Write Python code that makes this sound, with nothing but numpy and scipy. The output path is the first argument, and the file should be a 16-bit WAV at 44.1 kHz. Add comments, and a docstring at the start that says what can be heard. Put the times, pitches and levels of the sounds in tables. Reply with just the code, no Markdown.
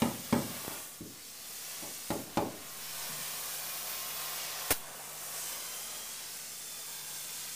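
"""Close by, a spray-foam gun hisses purge air among bare timber studs while hammer knocks boom with slap echoes.
A head-worn microphone turns towards the gun and away; a far machine hums and rumbles under it.
Air is shaped noise in moving bands, the frame is a set of decaying modes, walls are filtered echoes and a noise tail.
Narrow resonances slide through the hiss, the nozzle whines, a board groans, and the trigger lets go with a burst of air."""
import sys
import numpy as np
from scipy import signal
from scipy.fft import rfft, irfft, next_fast_len
from scipy.io import wavfile
from scipy.ndimage import uniform_filter1d

SR = 44100
rng = np.random.default_rng(int(sys.argv[2]) if len(sys.argv) > 2 else 0)


def transcribe(u):
    """Save the signal u as a 16-bit wav file named by the first command-line argument.

    u: samples, shape (n,) or (channels, n), limited to [-1, 1]; the rate is SR.
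    q: integer samples, one column per channel.
    """
    v = np.clip(np.atleast_2d(u).T, -1, 1)
    q = np.round(v * 32767).astype(np.int16)
    wavfile.write(sys.argv[1], SR, q)


N = 332955
TIME = np.arange(N) / SR
SIZE = next_fast_len(N + SR)
HZ = np.maximum(np.fft.rfftfreq(SIZE, 1 / SR), 1)

# hiss by band, before the register trims: time_s, roar_db, edge_db, jet_db, air_db (low to high)
HISS_LEVELS = [(0.0, -50, -53.5, -44.5, -45), (0.22, -56.5, -51, -51.5, -47.5),
               (0.61, -49.5, -51, -48.5, -44.5), (0.73, -50, -54.5, -48.5, -45),
               (0.86, -57.5, -56.5, -49, -48), (1.02, -64.5, -56.5, -55.5, -55),
               (1.31, -62, -52.5, -53, -52.5), (1.7, -55, -48, -46, -45), (1.95, -59, -48.5, -47.5, -48.5),
               (2.13, -59, -53, -46.5, -47.5), (2.3, -56.5, -54.5, -56.5, -52),
               (2.6, -56.5, -57, -52.5, -52.5), (2.83, -54, -49, -50, -46), (3.03, -50, -45.5, -47, -43),
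               (3.2, -50.5, -46.5, -44.5, -42.5), (3.91, -51, -46, -54, -40),
               (4.58, -48.5, -45, -53, -42.5), (4.72, -50, -48, -49, -42), (4.79, -53, -58, -56, -49),
               (4.87, -50.5, -63, -49.5, -59), (4.97, -50.5, -60.5, -49, -52),
               (5.2, -52.5, -55.5, -48, -46.5), (5.31, -53, -53, -46.5, -45),
               (5.39, -52.5, -50.5, -42, -47), (5.53, -51.5, -50, -45, -45),
               (6.27, -56.5, -49, -47.5, -49.5), (6.56, -59.5, -51, -45.5, -51),
               (6.98, -56.5, -51, -47, -46.5), (7.3, -56.5, -48.5, -46, -47), (7.55, -59, -49, -46, -49)]


def undb(db):
    """dB to gain."""
    return 10 ** (np.asarray(db) / 20)


def columns(table):
    """Each column of a curve after its time column, sample by sample."""
    s, *rest = np.transpose(table)
    return [np.interp(TIME, s, c) for c in rest]


def shaped(x, gain):
    """Weight the spectrum of x and bring it to rms 1."""
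    y = irfft(rfft(x, SIZE) * gain, SIZE)[:N]
    return y / np.sqrt(np.mean(y ** 2))


def colour(table):
    """Gain for every frequency from (Hz, dB) points."""
    hz, db = np.transpose(table)
    return undb(np.interp(np.log(HZ), np.log(hz), db))


def below(hz, order=6):
    """Share of power that lies under a soft edge."""
    return 1 / (1 + (HZ / hz) ** order)


def walk(rate):
    """Random levels held 1 / rate s and slewed twice."""
    k = int(SR / rate)
    held = np.repeat(rng.standard_normal(N // k + 1), k)
    return uniform_filter1d(uniform_filter1d(held, k), k)[:N]


def hiss():
    """Turbulent air in five registers, roughened by droplets and combed by nearby studs."""
    # trims over the curves: roar_db, body_db, edge_db, jet_db, air_db
    register_trims = [0.43, 2.12, 0.11, 0.1, 1.15]
    # soft edges between the five registers: edge_hz
    register_edges = [1500, 4000, 6300, 10000]
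    # spectrum of the escaping air: frequency_hz, density_db (per Hz)
    air_colour = [(180, -63), (300, -18), (468, -9.5), (706, -4.5), (779, -6), (1010, -6), (1100, -5),
                  (1280, -7.5), (3370, -7), (4170, -6.5), (5520, -4.5), (9340, -3.5), (11800, -6),
                  (14600, -3), (15300, -5.5)]
    # faint whistles of the stud bay: pitch_hz, width_hz, over_roar_db
    bay_whistles = [(661, 6, -21), (721, 7, -17)]
    # further level of those whistles: time_s, change_db
    bay_levels = [(0, -28), (2.6, -4), (3.1, 0.5), (4.7, 2.5), (5.0, -5), (5.6, -11), (7.55, -13)]
    # studs close to the ear throw the hiss back: start_s, end_s, lag_ms, share (signed ratio)
    stud_echoes = [(.3, .62, 2.04, -.1), (.6, .92, 3.33, .14), (1.5, 2.05, 2.61, .08),
                   (3.5, 4.0, 1.01, -.08), (5.3, 6.0, 1.97, .11), (5.6, 6.1, 1.11, -.13),
                   (5.7, 7.55, 2.51, .08), (5.9, 7.55, 3.15, .1), (6.4, 7.55, 1.01, -.1),
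                   (6.8, 7.55, 1.57, -.09)]
    spit_db, flicker_db, swell_db = 1, 1.0, .5

    roar, edge, jet, air = columns(HISS_LEVELS)
    body = (roar + edge) / 2
    levels = np.array([roar, body, edge, jet, air]) + np.array(register_trims)[:, None]
    shares = np.diff([0 * HZ] + [below(hz) for hz in register_edges] + [0 * HZ + 1], axis=0)
    out, common = 0, walk(9)
    for db, share in zip(levels, shares):
        # a new random level every 64 samples
        spit = rng.standard_normal(N // 64 + 1).repeat(64)[:N]
        droplets = rng.standard_normal(N) * undb(spit_db * spit)
        band = shaped(droplets, colour(air_colour) * np.sqrt(np.maximum(share, 0)))
        out = out + band * undb(db + swell_db * common + flicker_db * walk(15))

    for hz, width, db in bay_whistles:
        resonance = 1 / np.hypot(HZ - hz, width / 2) ** 2
        whistle = shaped(rng.standard_normal(N), resonance)
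        out = out + undb(levels[0] + db + columns(bay_levels)[0]) * whistle

    heard = out.copy()
    for start, end, lag_ms, share in stud_echoes:
        near = np.interp(TIME, [start - .05, start + .05, end - .05, end + .05], [0, 1, 1, 0])
        heard += share * near * np.roll(out, int(round(lag_ms * SR / 1000)))
    return scattered(heard)


def scattered(x):
    """Many short reflections off the framing ripple the spectrum; each pose of the swaying head has its own."""
    pose_s, scatter_db, scatter_s = .18, -8, .009
    out, t = np.zeros(N), TIME[:2048]
    poses = np.arange(0, N / SR + pose_s, pose_s)
    for k in range(len(poses)):
        answer = rng.standard_normal(len(t)) * np.exp(-t / scatter_s) * (t > .0012)
        answer *= undb(scatter_db) / np.sqrt(np.sum(answer ** 2))
        first, last = (int(np.clip(j * pose_s * SR, 0, N)) for j in (k - 1, k + 1))
        # square-root fades keep the reflected power steady between unrelated patterns
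        fade = np.sqrt(np.interp(TIME[first:last], poses, np.arange(len(poses)) == k))
        out[first:last] += fade * signal.fftconvolve(x[first:last], answer)[:last - first]
    # long waves bend round the studs and scatter little
    out = signal.sosfilt(signal.butter(2, 900, "high", fs=SR, output="sos"), out)
    return (x + out) / np.sqrt(1 + undb(2 * scatter_db))


def machine():
    """A far machine: a wavering hum over a dull rumble that swells a little with the roar of the gun."""
    # hum before its waver: time_s, level_db
    hum_levels = [(0.0, -69), (0.57, -75), (0.69, -72), (1.47, -72), (1.68, -67), (2.12, -69.5),
                  (2.29, -64), (5.4, -66), (5.61, -72), (6.39, -71.5), (7.55, -65.5)]
    # spectrum of the rumble: frequency_hz, density_db (per Hz)
    rumble_colour = [(15, -49), (25, 3), (49, 0.5), (102, -6.5), (141, -8), (188, -2.5), (233, 0),
                     (295, -8), (500, -2), (650, -21), (1100, -120)]
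    hum_hz, hum_waver_db = 149.5, 1.4
    rumble_db, rumble_follows = -61, 0.21  # level when the roar curve is at -52 dB; dB per dB of roar

    pitch = hum_hz * (1 + 0.0019 * walk(3.8))
    hum = np.sqrt(2) * np.sin(2 * np.pi * np.cumsum(pitch) / SR)
    rumble = shaped(rng.standard_normal(N), colour(rumble_colour))
    followed_db = rumble_db + rumble_follows * (columns(HISS_LEVELS)[0] + 52)
    hum_db = columns(hum_levels)[0] + hum_waver_db * walk(6.5)
    return hum * undb(hum_db) + rumble * undb(followed_db)


def push(ms):
    """Smooth raised-cosine force of a contact, area 1."""
    force = np.hanning(max(int(ms * SR / 1000), 1) + 2)
    return force / force.sum()


def room():
    """A noise tail whose deepest bass lasts longest; near walls answer first and strongest."""
    # tail by band: frequency_hz, t60_s, level_db (before the bandwidth and early weights)
    tail_bands = [(120, 0.79, -24), (235, 0.47, -29), (366, 0.67, -20.5), (504, 0.53, -19),
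                  (970, 0.33, -16), (1600, 0.34, -18.5), (3480, 0.33, -25)]
    early, early_s = 0.9, 0.0065
    t = TIME[:SR]
    tail = 0
    for hz, t60, db in tail_bands:
        band = shaped(rng.standard_normal(N), np.exp(-np.log2(HZ / hz) ** 2 * 2))[:SR]
        # dense echoes decay evenly
        band = band / np.sqrt(uniform_filter1d(band ** 2, size=int(3 * SR / hz)))
        tail = tail + undb(db - 60 * t / t60) * band * np.sqrt(hz / SR)
    return tail * np.minimum(t / .004, 1) * (1 + early * np.exp(-t / early_s))


def knocks():
    """Hammer blows ring the frame, slap off walls and fill the room; longer contacts are duller."""
    # blows: start_s, level_db, place (0 joist, 1 stud), contact_ms, room_db (relative)
    blows = [(0.02, -13, 0.048, 0.58, -10), (.326, -12.5, 0.035, 0.72, -8), (0.703, -41.5, 0.89, 0.44, 0.5),
             (1.007, -24.5, 1, 2.65, -6.5), (1.824, -33.5, 0.84, 0.8, -5), (2.1041, -17.5, 0.94, 0.51, -10),
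             (2.372, -13.5, 0.94, 0.39, -10)]
    # timber modes before a slight random detune: pitch_hz, joist_db, stud_db, t60_s
    frame_modes = [(72, -17, -17, 0.23), (119, -11, -12.5, 0.18), (175, -20, -16, 0.12),
                   (226.7, 10, -4, 0.056), (278, -7, 3, 0.039), (334, 0, -1, 0.056),
                   (410.7, -6.5, -2.5, 0.12), (519, -6, -9, 0.037), (576, -0.5, 1, 0.033),
                   (654, -1.5, 3, 0.035), (762, -5, -0.5, 0.035), (836, -0.5, 2, 0.044),
                   (950, 3.5, -1, 0.022), (1066, -7, -4, 0.031), (1240, -3, -9, 0.042),
                   (1500, -54, -5, 0.031), (1790, -4, -12, 0.04), (2380, 14.5, 7, 0.0078)]
    # walls send each blow back in lumps: lag_s, joist_db, stud_db, favoured_hz, width_hz
    wall_slaps = [(.004, -7, 5.5, 830, 250), (.008, -1, -16, 225, 110), (.011, -2, -4, 720, 250),
                  (.023, -7, -15, 900, 200), (.027, 1, -10, 372, 120), (.052, -12, -13, 950, 160),
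                  (.066, -5, -23, 720, 250), (.094, -7, -16, 900, 200), (.017, -16, -4, 640, 120),
                  (0.034, -3, -15, 225, 80), (.040, -1, -12, 635, 120), (.050, -3, 5, 420, 80),
                  (0.055, -5.5, -4, 270, 80), (.064, -12, -20, 227, 70), (.079, -17, -23, 225, 70),
                  (0.089, -29, -9, 222, 70), (.097, -24, -3, 295, 80), (.110, -29, -11, 225, 60),
                  (.130, -20, -10, 235, 80), (0.171, -23, -15, 235, 80)]
    crack_db, crack_s, crack_hz = -17.5, 0.0084, 3830
    build_s = 0.002  # the frame takes a moment to ring fully
    slam_s, slap_s = 0.0059, 0.015  # decay of the part of a blow that drives the room; that slaps back

    out, t = np.zeros(N + 2 * SR), TIME[:SR // 2]
    hz, joist_db, stud_db, t60 = np.transpose(frame_modes)[:, :, None]
    splinters = shaped(rng.standard_normal(N), np.sqrt(below(crack_hz, order=3)))
    rooms = [room(), room()]  # as heard from the joist and from the stud
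    for s, db, place, ms, room_db in blows:
        at, toward_stud = int(s * SR), np.clip(place, 0, 1)
        mode_db = joist_db + toward_stud * (stud_db - joist_db)
        detune = 1 + 0.005 * rng.standard_normal(hz.shape)
        modes = undb(mode_db - 60 * t / t60) * np.sin(2 * np.pi * hz * detune * t)
        ring = np.sum(modes, axis=0) * (1 - 0.79 * np.exp(-t / build_s))
        crack = undb(crack_db) * splinters[at:at + len(t)] * np.exp(-t / crack_s) / (1 + ms ** 4)
        blow = np.convolve(ring / np.abs(ring).max(), push(ms))[:len(t)] + crack
        out[at:at + len(t)] += undb(db) * blow

        slam = blow * np.exp(-t / slam_s)
        drive = slam * np.std(blow) / np.std(slam)
        tail = undb(db + room_db) * signal.fftconvolve(drive, rooms[int(place > .5)])
        out[at:at + len(tail)] += tail

        for lag_s, from_joist, from_stud, echo_hz, width in wall_slaps:
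            echo_db = from_joist + toward_stud * (from_stud - from_joist)
            late = at + int(lag_s * SR)
            b, a = signal.iirpeak(echo_hz, echo_hz / width, fs=SR)
            echo = signal.lfilter(b, a, blow * np.exp(-t / slap_s))
            out[late:late + len(t)] += undb(db + echo_db) * echo
    return out[:N]


def narrow(start, end, from_hz, to_hz, width, db, fade_s):
    """A narrow band of noise that fades in, slides in pitch and fades out."""
    swell = np.interp(TIME, [start, start + fade_s, end - fade_s, end + fade_s], [0, 1, .8, 0])
    # slow noise on two quadrature carriers gives a band centred on the pitch
    lowpass = signal.butter(2, width / 2, fs=SR, output="sos")
    cos, sin = signal.sosfilt(lowpass, rng.standard_normal((2, N)))
    turn = 2 * np.pi * np.cumsum(np.interp(TIME, [start, end], [from_hz, to_hz])) / SR
    return undb(db) * swell * (cos * np.cos(turn) + sin * np.sin(turn)) / np.std(cos)


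def gliding_resonances():
    """Faint, narrow resonances in the hiss, as bands of noise that come, slide or hold, and go."""
    # resonances: start_s, end_s, from_hz, to_hz, width_hz, level_db
    resonance_bands = [(.28, .48, 8150, 8150, 201.5, -48.5), (1.102, 1.55, 4450, 4450, 151, -64),
                       (1.55, 2.05, 5750, 5770, 200, -59), (2.8, 3.347, 5500, 5080, 400, -57),
                       (2.85, 3.2, 8500, 8350, 250, -59), (3.3, 3.75, 9500, 9500, 250, -52),
                       (4.05, 4.3, 3400, 3400, 150, -52), (5.38, 6.199, 3000, 3320, 130, -55.5),
                       (5.35, 5.9, 5100, 5050, 160, -59), (5.398, 6.1, 5550, 5850, 180, -58),
                       (5.35, 5.9, 6150, 6200, 180, -57), (5.278, 5.686, 8100, 8250, 250, -54),
                       (5.548, 6.097, 9100, 9350, 220, -61), (5.703, 6.2, 7750, 7570, 200, -59),
                       (5.8, 6.203, 7050, 6940, 180, -61), (6.15, 6.805, 5300, 5250, 180, -59),
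                       (6.152, 6.5, 8900, 8800, 200, -62), (6.4, 6.8, 7200, 7300, 201, -62),
                       (6.5, 7.9, 3530, 3490, 70, -60), (6.95, 7.5, 8600, 8600, 200, -58),
                       (6.998, 7.598, 6600, 6750, 200, -61)]
    return sum(narrow(*row, fade_s=.08) for row in resonance_bands)


def taps():
    """Something brushes the microphone: a one-sided push that swings back."""
    # touches: start_s, strength (signed amplitude factor), time_scale_ms
    touches = [(.649, -0.044, 0.61), (.680, 0.11, 0.77)]
    out = np.zeros(N)
    for s, strength, ms in touches:
        t = np.maximum(TIME - s, 0) * 1000 / ms
        out += strength * np.e * t * np.exp(-t * 2) * 2 * (1 - 0.74 * t)
    return out


def whine():
    """The nozzle whines while it sprays: two thin lines that drift together and waver apart."""
    # whine before the line ratios and waver: time_s, pitch_hz, level_db
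    nozzle_whine = [(2.3, 1092, -80), (2.62, 1093, -63), (2.94, 1087, -60), (3.1, 1066, -62),
                    (3.29, 1060, -63), (3.45, 1084, -58), (3.6, 1085, -64), (3.72, 1089, -58.5),
                    (4.2, 1077, -59), (4.7, 1070, -58), (4.74, 1070, -85)]
    lower_ratio, upper_ratio = 0.99, 1.108  # each line over the pitch curve
    upper_db, waver_db = -4.5, 3.5
    hz, db = columns(nozzle_whine)

    def line(ratio):
        """One sine wavering in level and pitch."""
        level = np.sqrt(2) * undb(waver_db * walk(12))
        pitch = ratio * hz * (1 + 0.0029 * walk(25.07))
        return level * np.sin(2 * np.pi * np.cumsum(pitch) / SR)

    return undb(db) * (line(lower_ratio) + undb(upper_db) * line(upper_ratio))


def groan():
    """A board groans low for a moment, as a narrow band of noise."""
    # one groan: start_s, end_s, from_hz, to_hz, width_hz, level_db
    board_groan = (3.086, 3.245, 185, 185, 70, -52.5)
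    return narrow(*board_groan, fade_s=.016)


def release():
    """The trigger lets go: the valve snaps with a thump and trapped air spits out in ragged puffs."""
    # puffs before their raggedness: peak_s, level_db
    air_puffs = [(4.7077, -18.5), (4.71, -23), (4.716, -17.5), (4.722, -23)]
    # spectrum of the burst: frequency_hz, density_db (per Hz)
    burst_colour = [(35, -40), (60, -13), (734, -1), (1060, -6), (1470, -3), (2510, -8.5), (2880, -5.5),
                    (4800, -12), (5270, -9), (5780, -10), (15300, -6.5)]
    rise_db_per_s, fall_db_per_s = 5000, 1700
    leak_db, leak_fall_db_per_s, leak_low_hz = -32, 380, 2500  # the last air seeping out
    valve_s, snap_gain = 4.7075, 0.29

    def swell(s, db, fall):
        """Power that rises to s and falls after it, straight in dB."""
        return undb(db + np.minimum(rise_db_per_s * (TIME - s), fall * (s - TIME))) ** 2

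    power = sum(swell(s, db, fall_db_per_s) for s, db in air_puffs)
    ragged = undb(2.0 * walk(600))
    air = shaped(rng.standard_normal(N), colour(burst_colour)) * np.sqrt(power) * ragged
    seep = shaped(rng.standard_normal(N), np.sqrt(1 - below(leak_low_hz)))
    air = air + seep * np.sqrt(swell(air_puffs[-1][0], leak_db, leak_fall_db_per_s))
    t = np.maximum(TIME - valve_s, 0)
    thump = 0.073 * np.sin(2 * np.pi * 70 * t) * np.exp(-t / 0.0045)
    snap = snap_gain * np.sin(2 * np.pi * 620 * t) * np.exp(-t / 0.00049)
    return air + thump + snap


def scene():
    """Everything at one microphone."""
    air = hiss() + gliding_resonances() + whine()
    return (air + machine() + knocks() + groan() + taps() + release())[None]


def baseline():
    """The baseline leans against every change of a simple spray-flow curve, then settles."""
    offset, lean, settle_s = -0.00059, 0.013, 0.095  # resting level; jump for a full change of flow
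    full_s, grows_s, ends_s = 3.04, 0.45, 4.724
    flow = np.exp(np.minimum(TIME - full_s, 0) / grows_s) * (TIME < ends_s)
    keep = np.exp(-1 / (settle_s * SR))
    return offset - lean * signal.lfilter([1, -1], [1, -keep], flow)


def record(dry):
    """The microphone drops the deepest bass, the baseline leans, and the top is cut."""
    mic_low_hz, top_hz = 73, 15430
    thin = signal.sosfilt(signal.butter(2, mic_low_hz, "high", fs=SR, output="sos"), dry)
    top_cut = signal.ellip(12, .3, 70, top_hz, fs=SR, output="sos")
    return signal.sosfilt(top_cut, thin + baseline())


dry = scene()
out = record(dry)
transcribe(out)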